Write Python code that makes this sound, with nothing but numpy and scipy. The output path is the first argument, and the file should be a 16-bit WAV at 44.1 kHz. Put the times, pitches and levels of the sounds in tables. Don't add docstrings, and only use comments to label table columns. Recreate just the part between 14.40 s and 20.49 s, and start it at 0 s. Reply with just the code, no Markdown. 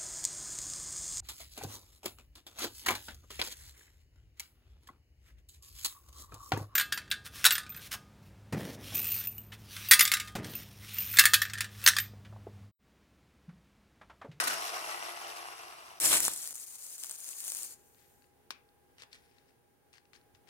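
import sys
import numpy as np
from scipy import signal
from scipy.fft import rfft, irfft, next_fast_len
from scipy.io import wavfile
from scipy.ndimage import map_coordinates

SR = 44100
rng = np.random.default_rng(int(sys.argv[2]) if len(sys.argv) > 2 else 0)


def gain_from_decibels(decibels):
    exponent = np.asarray(decibels, float) / 20
    return 10 ** exponent


def to_wav(sig):
    pcm = np.clip(np.atleast_2d(sig), -1, 1) * 32767
    pcm = np.round(pcm).astype(np.int16)
    wavfile.write(sys.argv[1], SR, pcm.T)


N = 268569
T = np.arange(N) / SR
START_DELAY_S = 0.0011
CUT_S = 1.59
BOTH_SIDES = gain_from_decibels([[1.5], [-1.5]])


def unit(x):
    return x / np.sqrt(np.mean(x ** 2) + 1e-20)


def noise():
    return rng.standard_normal(N)


def along(points, hz):
    f, v = np.transpose(points)
    return np.interp(np.log(hz + 1), np.log(f + 1), v)


def wobble(rate):
    return map_coordinates(rng.standard_normal(int(N * rate / SR) + 4), [T * rate])


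def filtered(x, response):
    m = next_fast_len(N + 8192)
    return irfft(rfft(x, m) * response(np.fft.rfftfreq(m, 1 / SR)), m)[..., :N]


def coloured(x, spectrum):
    return unit(filtered(x, lambda hz: gain_from_decibels(along(spectrum, hz))))


def resonant(x, modes):
    def response(f):
        total = 0
        for k, (centre, width, db) in enumerate(modes):
            damping = 1j * f * width
            total = total + (-1) ** k * gain_from_decibels(db) * damping / (centre ** 2 - f ** 2 + damping)
        return total
    return filtered(x, response)


def crackle(per_second, spread_db, life_s):
    starts = (rng.random(N) < per_second / SR) * gain_from_decibels(spread_db * rng.random(N) ** 2)
    fade = signal.lfilter([1], [1, -np.exp(-1 / (life_s * SR))], starts)
    return unit(fade * noise())


def add(track, s, sound):
    part = track[..., round(s * SR):][..., :sound.shape[-1]]
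    part += sound[..., :part.shape[-1]]


def scattered(pair):
    hz, _, z = signal.stft(pair, SR, nperseg=128)
    treble = (hz ** 2 / (hz ** 2 + 1200 ** 2))[:, None]
    scrambled = z * treble * np.exp(2j * np.pi * rng.random(z.shape))
    return signal.istft(scrambled, SR, nperseg=128)[1][:, :N]


# pitch_hz, t60_s
WALL_DECAY = [(200, 0.44), (2000, 0.32), (8000, 0.14), (16000, 0.033)]


def wall_tail(wet_db):
    length = SR // 5
    hz, s, z = signal.stft(rng.standard_normal((2, length)), SR, nperseg=256)
    decay = gain_from_decibels(-60 * s / along(WALL_DECAY, hz)[:, None])
    far = signal.istft(z * decay, SR, nperseg=256)[1][:, :length]
    return gain_from_decibels(wet_db) * far / np.linalg.norm(far[0])


def heard(x, pan_db, lag, wet_db, near_db):
    pair = x * gain_from_decibels(np.multiply.outer([.5, -.5], pan_db + 0 * T))
    echo, hop = np.zeros((2, N)), SR // 6
    padded = np.pad(pair, ((0, 0), (hop, 2 * hop)))
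    for start in range(0, N + hop, hop):
        piece = padded[:, start:start + 2 * hop] * np.hanning(2 * hop)
        if piece.any():
            answer = signal.fftconvolve(piece, wall_tail(wet_db), axes=1)
            add(echo, max(start - hop, 0) / SR, answer[:, max(hop - start, 0):])

    def left_path(hz):
        body = gain_from_decibels(-2.5 / (1 + (hz / 900) ** 2))
        return body * np.exp(-2j * np.pi * hz * lag / SR)
    direct = np.array([filtered(pair[0], left_path), pair[1]])
    return direct + echo + gain_from_decibels(near_db) * scattered(pair)


# pitch_hz, level_db (per Hz)
ROOM_SPECTRUM = [(15, -46), (25, -16), (102, -8.5), (150, -11), (200, -18), (270, -10), (317, -17.5),
                 (363, -10), (476, -9.5), (531, -17), (641, -19), (818, -15), (1130, -24.5), (1560, -22.5),
                 (4030, -32), (8600, -34), (9000, -29.5), (12500, -32), (16000, -29)]
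# pitch_hz, likeness (-1 to 1)
ROOM_LIKENESS = [(60, -0.42), (180, 0.48), (550, 0.14), (1650, -0.05), (4970, -0.02), (15000, -0.02)]
# pitch_hz, level_db (rms)
MACHINE_TONES = [(72, -88.5), (361, -90), (819, -82), (1620, -92), (9270, -95.5)]
# time_s, level_db
ROOM_GAIN = [(0, -5), (1.6, 4), (2.9, -3.5), (3.3, 4.5), (5, 4), (5.3, 2), (5.6, 3), (6.09, 5.5)]


def workshop():
    def half_angle(hz):
        return np.arccos(np.clip(along(ROOM_LIKENESS, hz), -1, 1)) / 2

    def mid_and_side(hz):
        return gain_from_decibels(along(ROOM_SPECTRUM, hz)) * [np.cos(half_angle(hz)), np.sin(half_angle(hz))]
    mid, side = filtered(rng.standard_normal((2, N)) * gain_from_decibels(.8 * wobble(10)), mid_and_side)
    air = gain_from_decibels(-72) * unit(np.array([mid + side, mid - side]))
    tones = np.zeros(N)
    for hz, db in MACHINE_TONES:
        tones += gain_from_decibels(db + 2 + 1.5 * wobble(5)) * np.sin(2 * np.pi * hz * T + .6 * wobble(11))
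    return gain_from_decibels(np.interp(T, *np.transpose(ROOM_GAIN))) * (air + tones * BOTH_SIDES)


# start_s, pitch_hz, level_db, t60_s
CAMERA_BUMP = (5.94, 95, -60, .12)


def camera_bump():
    out, t = np.zeros(N), np.arange(SR // 8) / SR
    s, hz, db, t60 = CAMERA_BUMP
    add(out, s, gain_from_decibels(db - 60 * t / t60) * np.sin(2 * np.pi * hz * t))
    return out


# start_s, end_s, pitch_hz, width_hz, level_db
SEEPS = [
    (3.298, 3.898, 13400, 2480, -72.5),
    (4.776, 4.897, 10200, 450, -81.5),
    (5.74, 5.86, 10300, 450, -87),
]


def seep():
    out = np.zeros(N)
    for s0, s1, hz, width_hz, db in SEEPS:
        swell = np.sin(np.pi * np.clip((T - s0) / (s1 - s0), 0, 1))
        out += gain_from_decibels(db) * swell * unit(resonant(noise(), [(hz, width_hz, 0)]))
    return out


# start_s, level_db (peak), pitch_hz, grip_db, left_right_db
BLADE_TAPS = [(3.546, -59, 2510, -11, 14), (3.8214, -56, 2280, -11, 9), (3.8414, -57, 2780, -13.5, 14.5),
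              (4.1056, -22.5, 3940, -9, 7), (4.2887, -58, 3700, -16, 2), (4.5825, -43, 2940, -15, 2),
              (4.5994, -47, 3600, -5.5, 11), (4.6204, -38, 4524, -6, 8), (4.6345, -52, 3160, 6, 0.5),
              (4.729, -36.5, 4240, -25, 8), (4.7507, -47, 4500, -20, 1.5), (4.9836, -53.5, 1830, -11.5, 11),
              (5.53, -46.5, 4110, -17, 11), (5.5375, -47, 4500, -10, 2.5), (5.5812, -48.5, 1870, -10, 10.5),
              (5.6534, -59.5, 1750, -8.5, 12), (5.7327, -46.5, 1890, -13, 12.5),
              (5.7615, -52, 4300, -8, 10), (5.8127, -57, 1590, -8.5, 4), (5.9484, -50, 2200, -14, 11.5),
              (6.0726, -57, 1910, -8.5, 15)]
# pitch_hz, level_db, t60_s
SHANK_RING = [(1040, -16, .03), (2720, -9, .03), (4180, -2, .025), (4610, -3, .02), (5640, -10, .02),
              (8990, -14, .015)]


def blade_taps():
    out, t = np.zeros(N), np.arange(SR // 20) / SR
    for s, db, hz, grip_db, _ in BLADE_TAPS:
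        decay = gain_from_decibels(-60 * t / 0.0045) + gain_from_decibels(-15 - 60 * t / 0.063)
        crack = decay * rng.standard_normal((3, len(t)))
        crack[:, 0] = 3
        spot = signal.lfilter(*signal.iirpeak(hz, 1.7, SR), crack[0])
        edge = gain_from_decibels(-34) * np.diff(crack[1], prepend=0)
        dull = signal.lfilter(*signal.butter(1, 5000, fs=SR), crack[2])
        handle = signal.lfilter(*signal.butter(1, [700, 3500], "band", fs=SR), dull)
        grip = gain_from_decibels(grip_db + 12.5) * handle
        ring = np.zeros(len(t))
        for mode_hz, level, t60 in SHANK_RING:
            ring += gain_from_decibels(level + rng.normal(0, 3) - 60 * t / t60) * np.sin(2 * np.pi * mode_hz * t)
        ping = gain_from_decibels(-60 * t / 0.015) * np.sin(2 * np.pi * hz * t)
        add(out, s + START_DELAY_S, gain_from_decibels(db - 3.2) * (spot + edge + grip + .16 * ring + .12 * ping))
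    return out


# start_s, level_db, swell_s (over 20 dB), hold_s, fade_s (over 20 dB)
SLIDES = [(3.58, -72.5, .03, .05, .2), (4.6, -58, .03, .035, 0.022), (4.731, -59, .025, .025, .05),
          (4.84, -73.5, 0.092, .004, .06), (4.93, -75, .2, .06, .2), (5.092, -75.5, .03, .004, 0.051),
          (5.531, -64, .004, .03, .06), (5.734, -63, .004, .03, .04), (5.95, -65, .005, .003, .02),
          (6.076, -67, .004, .03, .1)]
# pitch_hz, level_db (per Hz)
SLIDE_SPECTRUM = [(530, -12), (900, -11), (1310, -7), (1620, 2), (2730, -2), (4050, -5), (4980, -4.5),
                  (5960, -8), (8350, -11), (16000, -31.5)]
# pitch_hz, width_hz, level_db
BLADE_MODES = [(1880, 700, 0), (2760, 700, -2), (4150, 800, -1), (5600, 900, -3)]


def blade_rubbing():
    grit = crackle(2500, spread_db=7, life_s=0.001)
    grain = .9 * coloured(grit, SLIDE_SPECTRUM) + .3 * unit(resonant(grit[::-1], BLADE_MODES))
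    strength = np.zeros(N)
    for s, db, swell_s, hold_s, fade_s in SLIDES:
        away = np.maximum((s - T) / swell_s, (T - s - hold_s) / fade_s)
        strength += gain_from_decibels(db - 2.5 - 20 * np.maximum(away, 0))
    return strength * grain


def screwdriver():
    pan_db = np.interp(T, [row[0] for row in BLADE_TAPS], [row[4] for row in BLADE_TAPS])
    return heard(blade_taps() + blade_rubbing(), pan_db - .6, lag=-9, wet_db=-10, near_db=2.5)


# pitch_hz, level_db (per Hz)
WIDE_GAP = [(1470, -15.5), (2500, -15.5), (2830, -20.5), (3600, -12.5), (3890, -15.5), (4170, -8),
            (5030, -11), (5690, -1.5), (6150, -11), (7420, 1), (9360, -1.5), (10200, -1.5), (13300, -5),
            (15200, -10), (16000, -37.5)]
# pitch_hz, level_db (per Hz)
NARROW_GAP = [(1470, -35), (2500, -16.5), (2620, -33), (3280, -20.5), (3980, -16), (4370, -8), (5150, -10),
              (6200, -4), (7020, -1.5), (7590, -4), (8600, -3), (9080, 0.5), (11200, -9.5), (12900, -4),
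              (15200, -8.5), (16000, -23.5)]
# pitch_hz, width_hz, level_db
LEAK_CAVITIES = [(6950, 400, 0.5), (9120, 350, 1), (10400, 500, -7), (13000, 600, -4)]


def gas_jet(jet_db, wide):
    wet = np.clip(.25 + .1 * wobble(12), 0, 1)
    smooth = unit(gain_from_decibels(1.1 * wobble(70)) * noise())
    flow = np.sqrt(1 - wet) * smooth + np.sqrt(wet) * crackle(1500, spread_db=8, life_s=.0005)
    hiss = wide * coloured(flow, WIDE_GAP) + (1 - wide) * coloured(flow, NARROW_GAP)
    cavities = (.65 - .4 * wide) * unit(resonant(noise(), LEAK_CAVITIES))
    return gain_from_decibels(jet_db - 3.5) * (hiss + cavities)


# pitch_hz, level_db (per Hz)
ROAR_SPECTRUM = [(18, -62), (30, -32), (200, -12), (326, 0), (376, -6), (636, -2.5), (3900, -4),
                 (5720, -15), (6140, -57.5), (7090, -9.5), (9000, -11), (11700, -34.5), (19800, -120)]
# time_s (middle), level_db, half_length_s
LIQUID_SLUGS = [
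    (1.655, -36.5, 0.037),
    (1.744, -28, 0.029),
    (1.895, -46, 0.026),
    (2.641, -54, 0.01),
    (2.71, -56, 0.012),
    (2.902, -67, .04),
]


def gas_roar(jet_db):
    slugs = sum(gain_from_decibels(db) * np.exp(-((T - s) / half_s) ** 2) for s, db, half_s in LIQUID_SLUGS)
    lumps = noise() + .8 * crackle(700, spread_db=9, life_s=.001)
    return (gain_from_decibels(jet_db - 10.5) + slugs) * gain_from_decibels(-7.5) * coloured(lumps, ROAR_SPECTRUM)


# start_s, level_db (peak), low_pop_db
POPPING_DROPLETS = [(1.6008, -21, -25), (1.6118, -25, -15), (1.7425, -22, -9), (1.8034, -15.5, -15),
                    (1.8308, -20, -28), (1.8403, -19, -26), (1.8507, -17, -26), (1.8802, -19, -6),
                    (1.9351, -28, -24), (1.961, -25, -26), (2.0288, -28, -24), (2.0742, -25, -25),
                    (2.1072, -29, -22), (2.1271, -32, -20), (2.1546, -29, -26), (2.5801, -33, -28),
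                    (2.6355, -22, -26), (2.6445, -28, -26), (2.6953, -29, -26), (2.7103, -27.5, -24),
                    (2.8889, -29, -26), (3.0031, -29, -26), (3.0405, -29, -28), (3.079, -26, -28),
                    (3.1009, -26, -28), (3.1194, -25.5, -28), (3.1483, -26, -28), (3.1593, -26, -28),
                    (3.1688, -24, -30), (3.2311, -25, -30)]
# start_s, level_db (peak)
SNAPPING_DROPLETS = [(1.6538, -14), (1.66, -14), (1.7294, -12), (1.7384, -14), (1.7702, -16), (1.7808, -16),
                     (1.8566, -19), (1.8615, -21), (1.8713, -20), (1.9159, -28), (1.9384, -28), (1.9751, -29),
                     (2.0335, -29), (2.0409, -31), (2.0482, -30), (2.0617, -32), (2.0895, -35), (2.1006, -36),
                     (2.1144, -36), (2.1207, -37), (2.141, -38), (2.1449, -37), (2.1983, -37), (2.3322, -39),
                     (2.34, -41), (2.3836, -39), (2.423, -36), (2.4419, -37), (2.4657, -34), (2.5043, -38),
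                     (2.5509, -36), (2.6591, -30), (2.6672, -33), (2.7149, -30), (2.727, -36), (2.7608, -36),
                     (2.8029, -34), (2.8432, -31), (2.8812, -36), (2.899, -36), (2.9089, -35), (2.9832, -34),
                     (3.0074, -28), (3.0462, -30), (3.0499, -30), (3.0817, -26), (3.0877, -29), (3.1339, -28),
                     (3.1872, -26), (3.2234, -30), (3.2459, -32), (3.3075, -39), (3.3148, -42), (3.3231, -41),
                     (3.3287, -42)]


def droplets(jet_db):
    low_pop_db = -29
    spits = [*POPPING_DROPLETS, *[(s, db - 1, low_pop_db) for s, db in SNAPPING_DROPLETS]]
    for chance, size in rng.random((25, 2)):
        s = 1.8 + 1.5 * chance
        spits.append((s, np.interp(s, T, jet_db) + 8 + 8 * (size - .5), low_pop_db))
    pops, t = np.zeros((2, N)), np.arange(200) / SR
    for s, db, low_db in spits:
        spray = .25 * rng.standard_normal(len(t)) * gain_from_decibels(-60 * t / 0.004)
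        burst = (t < 1 / SR) + spray
        add(pops, s + START_DELAY_S, gain_from_decibels([[db + 11], [db + low_db + 21]]) * burst)
    snap = resonant(pops[0], [(8500, 6000, 0)])
    thump = resonant(pops[1], [(1300, 3000, 0)])
    return snap + thump


def port_buffeting():
    blast = np.interp(T, [1.6, 1.65, 1.78, 1.88], [0, 1, 1, 0])
    spectrum = [(20, -12.5), (70, -2), (180, -1), (400, -32), (800, -90)]  # pitch_hz, level_db
    return gain_from_decibels(-63) * blast * coloured(rng.standard_normal((2, N)), spectrum)


# time_s, level_db
GAS_FLOW = [(1.6, -35), (1.65, -25.5), (1.7, -26), (1.73, -25), (1.765, -26), (1.795, -33.5), (1.82, -33),
            (1.86, -30.5), (1.91, -40.5), (2.03, -43), (2.13, -48), (2.37, -51), (2.62, -47.5), (2.66, -49),
            (2.91, -47), (2.945, -49.5), (3.08, -42.5), (3.24, -43), (3.285, -50), (3.335, -52.5),
            (3.37, -70)]
GAP_CHOKES = [2.135, 2.258, 2.375, 2.572, 2.768]


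def gas():
    trickle_end_s = 3.8
    s, db = np.transpose([*GAS_FLOW, (trickle_end_s, -78)])
    gate = np.interp(T, [s[0] - 1 / SR, s[0], s[-1], s[-1] + .2], [0, 1, 1, 0])
    chokes = sum(np.exp(-((T - choke_s) / .008) ** 2) for choke_s in GAP_CHOKES)
    jet_db = np.interp(T, s, db) + .8 * wobble(25) - 8 * chokes
    wide = np.interp(T, [1.95, 2.2], [1, 0])
    spit = droplets(jet_db)
    direct = gain_from_decibels([[1.5], [-2.5]]) * np.array([np.roll(spit, -5), spit])
    source = gate * (gas_jet(jet_db, wide) + gas_roar(jet_db)) + .25 * spit
    pan_db = 2.5 * wide + 4 * (1 - wide)
    return port_buffeting() + direct + heard(source, pan_db, lag=-5, wet_db=-7, near_db=5)


# order (multiple of the shaft), roughness_rad, level_db, facing_db (extra, facing the camera)
SHAFT_ORDERS = [
    (1, .8, -63.5, 0),
    (2, .8, -56, 0),
    (8, 1.6, -59.5, 0),
    (16, .9, -62, 11),
    (24, 1.2, -63, 1),
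    (32, .7, -58.5, -1),
]


def shaft_whine(turn, fade_db):
    facing = 1 / (1 + (T / .33) ** 4)
    whine = np.zeros(N)
    for order, rough, db, facing_db in SHAFT_ORDERS:
        level_db = db + fade_db + facing_db * facing + 3 + 2.5 * wobble(30)
        whine += gain_from_decibels(level_db) * np.sin(order * turn + rough * wobble(80))
    return whine


# pitch_hz, level_db (per Hz)
CASING_SPECTRUM = [(59, -42), (100, -37.5), (309, -26.5), (347, -6.5), (400, -10), (455, -5.5),
                   (522, -13.5), (679, 0), (911, -7.5), (1070, 0), (1640, -8), (1900, -9.5), (2730, -7),
                   (3550, -18.5), (5000, -17), (6500, -46), (11000, -120)]
# pitch_hz, width_hz, level_db
CASING_MODES = [(695, 37, -6.5), (1260, 210, -0.5), (1982, 100, 1.5), (2850, 300, -7), (5500, 65, -10.5),
                (6600, 49, -21), (8500, 77, -20.5)]
# pitch_hz, level_db (per Hz)
FAN_SPECTRUM = [(2060, -30), (3500, -7), (4970, -4.5), (5670, -2), (7180, -12), (8050, -4.5), (9200, -12),
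                (11100, -6), (12200, -13), (14300, -12.5), (16000, -29.5)]


def casing_and_fan(turn, fade_db):
    lift_db = 5 * np.exp(-T / .1)
    retreat_db = 5 * np.exp(-T / .47)
    throb = (1 + .3 * np.sin(2 * np.pi * 100 * T)) * (1 + .34 * np.sin(turn)) * gain_from_decibels(1.5 * wobble(40))
    rough = noise() + .5 * crackle(250, spread_db=9, life_s=0.0016)
    body = coloured(throb * rough, CASING_SPECTRUM)
    buzz = unit(resonant(throb * noise(), CASING_MODES))
    air = coloured(throb * noise(), FAN_SPECTRUM)
    casing = gain_from_decibels(-44.5 + fade_db + lift_db) * (.8 * body + .36 * buzz)
    return casing + gain_from_decibels(-50.5 + fade_db + lift_db + retreat_db) * air


# start_s, level_db (peak), t60_s
STONE_BOUNCES = [
    (0.001, -19, 0.081),
    (0.036, -20.5, 0.074),
    (0.0725, -15, 0.11),
    (0.099, -23, 0.066),
    (0.132, -20.5, 0.046),
]
# pitch_hz, level_db (per Hz)
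CUTTING_SPECTRUM = [(59, -54.5), (100, -43), (156, -11), (358, -16), (583, -9), (662, -17), (854, -17.5),
                    (1450, 1.5), (1650, -7), (2630, -12), (3190, -14), (9410, -9), (16000, -22.5)]
# pitch_hz, width_hz, level_db
BIT_MODES = [(1464, 250, 3), (2990, 400, -6), (7500, 1500, -20)]


def stone_on_steel():
    contact, strikes, t = np.zeros(N), np.zeros(N), np.arange(SR // 10) / SR
    for s, db, t60 in STONE_BOUNCES:
        add(contact, s, gain_from_decibels(db - 8.5 - 60 * t / min(t60, .055)) * (1 - np.exp(-t / 0.0026)))
        add(strikes, s, gain_from_decibels(db + 4 - 60 * t / .008) * rng.standard_normal(len(t)))
    grind = contact * coloured(crackle(3000, spread_db=8.5, life_s=0.00082), CUTTING_SPECTRUM)
    return grind + resonant(strikes, BIT_MODES)


# start_s, level_db (peak)
ARMATURE_KNOCKS = [(0.1755, -33), (0.1967, -35), (0.2094, -35), (0.2249, -34), (0.2562, -35), (0.2668, -35),
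                   (0.2949, -33), (0.335, -34), (0.3457, -32), (0.3693, -35), (0.4171, -35), (0.4271, -33),
                   (0.4454, -33), (0.4651, -35), (0.4769, -32), (0.4878, -34), (0.496, -29), (0.5264, -33),
                   (0.5463, -30), (0.5778, -34), (0.6071, -32), (0.6269, -27), (0.635, -34), (0.647, -35),
                   (0.6532, -35), (0.6671, -31), (0.6868, -30), (0.6924, -34), (0.7672, -33), (0.7741, -35),
                   (0.8177, -35), (0.8479, -32), (0.868, -33), (0.8729, -35), (0.8868, -35), (0.9664, -34),
                   (0.9857, -33), (1.0182, -35), (1.0291, -31), (1.048, -34), (1.0569, -32), (1.0677, -35),
                   (1.0774, -35), (1.0866, -33), (1.1168, -34), (1.1363, -35), (1.1981, -35), (1.2161, -35),
                   (1.2357, -34), (1.3272, -32), (1.3872, -32), (1.3931, -35), (1.4082, -34), (1.4674, -35),
                   (1.5075, -33), (1.5167, -33), (1.5373, -31), (1.5593, -34)]
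# pitch_hz, width_hz, level_db
KNOCK_MODES = [(740, 260, 0), (1180, 350, 0), (2000, 500, -13), (2760, 500, -9)]


def armature_knocks(fade_db):
    blows, t = np.zeros(N), np.arange(SR // 10) / SR
    knocks = [(s - .0007, db) for s, db in ARMATURE_KNOCKS]
    for half_cycle in range(160):
        knocks.append((half_cycle / 100 + .0058, -40 + 3 * rng.standard_normal()))
    for s, db in knocks:
        push = .3 * rng.standard_normal(len(t)) + 4 * (t < 1 / SR)
        add(blows, s, gain_from_decibels(db + 20.5 - 60 * t / .005) * push)
    return gain_from_decibels(fade_db) * resonant(blows, KNOCK_MODES)


def tool():
    free_hz, loaded_hz, lift_off_s, spin_up_s = 353.5, 341.2, .19, .88
    pan_db, lag = 2, -13.5
    gate = np.clip((CUT_S - T) / 0.0048 + 1, 0, 1)
    fade_db = 20 * np.log10(np.clip(1 - T / 1.85, 1e-3, 1))
    slowed = np.exp(-np.maximum(T - lift_off_s, 0) / spin_up_s)
    turn = 2 * np.pi * np.cumsum(free_hz - (free_hz - loaded_hz) * slowed) / SR
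    whine = shaft_whine(turn, fade_db) * BOTH_SIDES
    running = casing_and_fan(turn, fade_db) + stone_on_steel()
    motor = heard(running, pan_db, lag, wet_db=-1.5, near_db=6)
    knocks = heard(armature_knocks(fade_db), pan_db, lag, wet_db=-9, near_db=-3)
    return gate * (whine + motor + knocks)


def scene():
    return workshop() + camera_bump() + seep() + screwdriver() + gas() + tool()


def roll_off(x):
    return signal.sosfilt(signal.butter(12, 16640, fs=SR, output="sos"), x)


def record(dry):
    top_hz = 15850
    mix = filtered(dry, lambda hz: hz < top_hz)
    return roll_off(mix)


dry = scene()
out = record(dry)
to_wav(out)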